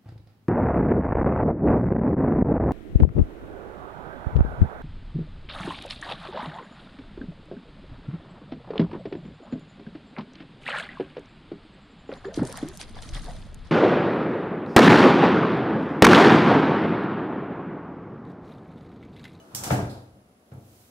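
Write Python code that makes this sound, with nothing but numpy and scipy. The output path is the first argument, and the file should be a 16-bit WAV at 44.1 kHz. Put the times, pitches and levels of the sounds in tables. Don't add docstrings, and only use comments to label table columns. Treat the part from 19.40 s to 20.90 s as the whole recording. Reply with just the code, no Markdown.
import sys
import numpy as np
from scipy import signal
from scipy.fft import rfft, irfft
from scipy.io import wavfile
from scipy.ndimage import uniform_filter1d

SR = 44100
rng = np.random.default_rng(int(sys.argv[2]) if len(sys.argv) > 2 else 0)


def master(y):
    cut = np.clip(np.atleast_2d(y).T, -1, 1)
    pcm = np.round(cut * 32767)
    wavfile.write(sys.argv[1], SR, pcm.astype(np.int16))


N = 66150
T = np.arange(N) / SR
HZ = np.maximum(np.fft.rfftfreq(N, 1 / SR), 1)

# frequency in Hz, dB by which the ears' difference exceeds what they share.
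STEREO_WIDTH = [(60, -34), (140, -20), (260, -17.5), (500, -9), (1000, 0), (2000, 3), (4000, 1),
                (16000, -1)]


def amp(db):
    return 10 ** (np.asarray(db) / 20)


def curve(points):
    hz, value = np.array(points, float).T
    return np.interp(np.log(HZ), np.log(hz), value)


def hump(hz, octaves):
    return np.exp(-.5 * (np.log2(HZ / hz) / octaves) ** 2)


def fade(fade_s):
    return np.exp(-np.log(1000) * T / fade_s)


def at(start_s, sound):
    delay = int(start_s * SR)
    return np.pad(sound[:, :N - delay], ((0, 0), (delay, 0)))


def noise(colour):
    # frequency in Hz, dB by which the left is louder than the right.
    balance = [(100, 2.5), (500, 1), (1100, 0.5), (2000, 0.4), (4000, -0.7), (8000, -3), (16000, -3)]
    shared, difference = rfft(rng.standard_normal((2, N)))
    ears, width = np.array([[1], [-1]]), amp(curve(STEREO_WIDTH))
    spectrum = (shared + ears * width * difference) / np.hypot(1, width)
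    sound = irfft(colour * spectrum * amp(ears * curve(balance) / 2), N)
    return sound / np.sqrt(np.mean(sound ** 2))


def reverb(colour):
    # frequency in Hz, the room's fade time in seconds.
    room_fades = [(60, 0.94), (125, 0.28), (300, 0.67), (700, 0.65), (1600, 0.5), (4000, 0.5), (8000, 0.4),
                  (16000, 0.31)]
    spectrum, centres = rfft(noise(colour)), np.log([hz for hz, _ in room_fades])
    tail, build_s = 0, .004
    for share, (_, fade_s) in zip(np.eye(len(centres)), room_fades):
        band = np.interp(np.log(HZ), centres, share)
        tail += irfft(spectrum * band, N) * fade(fade_s)
    return tail * (1 - np.exp(-T / build_s))


def burst(colour, fade_s, echo_db):
    return noise(colour) * fade(fade_s) + amp(echo_db) * reverb(colour)


def ring(tones, rise_cycles):
    out, width = 0, amp(curve(STEREO_WIDTH))
    for (hz, db, fade_s), sign in zip(tones, rng.choice([-1, 1], len(tones))):
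        ear_phase = sign * np.arctan(np.interp(hz, HZ, width)) * np.array([[1], [-1]])
        rise = 1 - np.exp(-hz * T / rise_cycles)
        out += amp(db) * rise * fade(fade_s) * np.sin(2 * np.pi * hz * T + ear_phase)
    return out


def background():
    # frequency in Hz, relative level in dB.
    room_colour = [(15, -63), (25, -44), (70, 2.5), (149, -14.5), (185, -5), (236, -3.5), (270, -7.5),
                   (463, -11), (734, -10), (796, -17), (1070, -17), (1650, -22.5), (8360, -36),
                   (10700, -43), (16000, -60)]
    hiss_colour = [(300, -12), (1200, -1.5), (2500, -0.5), (5000, 0.5), (9000, 0.5), (13000, 0.5),
                   (16000, -1)]
    # time in seconds, level of the hiss in dB.
    hiss_swell = [(1.0, -74.5), (1.18, -67.5), (1.3, -61), (1.41, -58.5), (1.5, -61)]
    hiss_db = np.interp(T, *np.array(hiss_swell).T)
    hiss = amp(hiss_db) * noise(amp(curve(hiss_colour)))
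    murmur = amp(-59) * noise(amp(curve(room_colour)))
    whine = amp(-77.5) * noise(hump(hz=10700, octaves=.039))
    return murmur + whine + hiss


def hangers():
    # frequency in Hz, relative level in dB.
    rumble_colour = [(35, -33.5), (60, -12), (323, -5.5), (437, -15), (515, -9.5), (666, -18.5), (946, -16),
                     (1340, -16), (1950, -28), (10500, -36.5), (16000, -44)]
    stop_s, fall_db_per_s, bass_cut_hz = .58, 83, 60
    bass_cut = HZ ** 2 / (HZ ** 2 + bass_cut_hz ** 2)
    level_db = -53 - fall_db_per_s * np.maximum(T - stop_s, 0)
    return amp(level_db) * noise(amp(curve(rumble_colour)) * bass_cut)


def hinge():
    # frequency in Hz, level in dB, fade time in seconds.
    hinge_tones = [(659, -51, .4), (2960, -53, .12), (4050, -66, .14), (6250, -62, .16)]
    return ring(hinge_tones, rise_cycles=.33)


def fittings():
    # start in seconds, level in dB, pitch in Hz, width in octaves, relative echo in dB.
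    contacts = [(.3045, -24.5, 1570, 0.56, -10), (.3078, -20, 694, 0.27, -10),
                (.4965, -50.5, 3970, 0.25, -3), (.4985, -51, 5000, 0.083, -6.5),
                (0.498, -53, 8300, 0.55, -2.5), (0.514, -55, 10900, 0.69, -11),
                (1.137, -58.5, 10000, .7, -19)]
    return sum(at(start_s, amp(db) * burst(hump(hz, octaves), fade_s=.024, echo_db=echo_db))
               for start_s, db, hz, octaves, echo_db in contacts)


def panel_edge():
    # frequency in Hz, relative level in dB.
    rub_colour = [(100, 9.5), (220, 1.5), (420, -1.5), (780, 5), (1000, -1), (1300, -0.5), (2000, -14.5),
                  (5000, -22), (16000, -26)]
    start_s, tightest_s, slope_db_per_s, jerk_db = .11, .28, 99, .5
    grip_db = -35 - slope_db_per_s * abs(T - tightest_s)
    rub = noise(amp(curve(rub_colour))) * (T > start_s)
    jerks = uniform_filter1d(rng.standard_normal(N), size=200)
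    return rub * amp(grip_db + jerk_db * jerks / jerks.std())


def latch():
    # start in seconds, snap in dB, echo in dB, treble tilt in dB per octave, ringing (0 to 1).
    clacks = [(.1484, -24, -34, 2.3, 1), (.1499, -22.3, -32.5, 2.3, 1), (.2368, -24.5, -34, -.5, .3),
              (.2422, -25.5, -36.5, -1, .7), (.3120, -27, -34.5, -.3, .25)]
    # frequency in Hz, relative level in dB.
    contact_colour = [(300, -20), (1100, 0.5), (1900, -2), (3000, -2.5), (4500, -2.5), (7000, -0.5),
                      (11000, -1.5), (14000, -6), (16000, -6)]
    # frequency in Hz, half-width in Hz, boost in dB at full ringing.
    steel_tones = [(3390, 27, 6.5), (4450, 25, -3), (5100, 40, -9), (5150, 32, 10), (5883, 67, 7),
                   (5650, 980, 7.5), (7095, 22, -0.5), (7130, 45, 11), (7750, 20, -4), (8100, 1000, 6),
                   (13600, 200, 10)]
    steel_db = sum(db / (1 + ((HZ - hz) / width_hz) ** 2) for hz, width_hz, db in steel_tones)
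    out = 0
    for start_s, snap_db, echo_db, tilt, ringing in clacks:
        contact_db = curve(contact_colour) + tilt * np.log2(HZ / 6000)
        snap = noise(amp(contact_db + ringing * steel_db / 2)) * fade(.014)
        echo = reverb(amp(contact_db + ringing * steel_db))
        out += at(start_s, amp(snap_db) * snap + amp(echo_db) * echo)
    return out


def panels():
    # start in seconds, level in dB, treble cut in Hz, relative thump and boom in dB.
    blows = [(0.138, -45.5, 246, 3, 6.5), (0.164, -65, 399, 9, -6), (0.267, -33.5, 730, -13, -1.5),
             (.3066, -20.5, 1950, 1, -3), (0.3204, -26.5, 1390, 11, 1.5), (.336, -25, 410, 5, -9.5),
             (0.3817, -24.5, 1020, -2.5, -6.5), (0.423, -44, 414, 22.5, 0), (.449, -41, 442, 15.5, -7),
             (0.497, -39.5, 386, 6.5, -3), (.752, -49.5, 450, 0, -3.5), (1.1177, -41.5, 1300, 7, -9),
             (1.139, -41, 350, 6.5, -4.5), (1.170, -42, 406, 1.5, -9.5)]
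    # frequency in Hz, relative level in dB, fade time in seconds.
    panel_tones = [(79.2, -18, 1), (98.2, -2, 1), (124.23, 2, 0.78), (159, -17, 0.13), (198.1, 0, 0.39),
                   (293.3, -6, 0.49), (369.6, -13.5, 0.61), (425.5, -13.5, 0.36), (459, -14, 0.93),
                   (547, -15, 1), (612, -11.5, 0.7), (701, 1, 0.17), (822, -15, 0.77), (869, -6, 0.38),
                   (1200, -7.5, 0.19), (1613, -7, 0.49), (2300, -16.5, 0.41)]
    # frequency in Hz, relative level in dB.
    wood_colour = [(30, -32), (55, 6), (75, -9.5), (125, -0.5), (230, -3.5), (450, -8), (720, -7.5),
                   (1050, -14.5), (1450, -13), (1850, -22), (2150, -16), (3200, -19.5), (6000, -12),
                   (16000, -66)]
    thump_hz, thump_rise_s, thump_fade_s = 123.8, .0027, .046
    bend = fade(thump_fade_s) * (1 - np.exp(-T / thump_rise_s))
    thump = bend / bend.max() * np.sin(2 * np.pi * thump_hz * T)
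    boom = amp(-4) * ring(panel_tones, rise_cycles=.68)
    out = 0
    for start_s, db, treble_cut_hz, thump_db, boom_db in blows:
        crack = burst(amp(curve(wood_colour)), fade_s=.086, echo_db=-3)
        blow = crack + amp(thump_db) * thump + amp(boom_db) * boom
        soften = signal.butter(2, treble_cut_hz, fs=SR, output="sos")
        out += at(start_s, amp(db) * signal.sosfilt(soften, blow))
    return out


def scene():
    return latch() + panels() + panel_edge() + hangers() + fittings() + hinge() + background()


def record(dry):
    low_hz, top_hz = 80, 15700
    bass_cut = signal.butter(4, low_hz, "high", fs=SR, output="sos")
    treble_cut = signal.ellip(12, .2, 80, top_hz, fs=SR, output="sos")
    return signal.sosfilt(treble_cut, signal.sosfilt(bass_cut, dry))


dry = scene()
out = record(dry)
master(out)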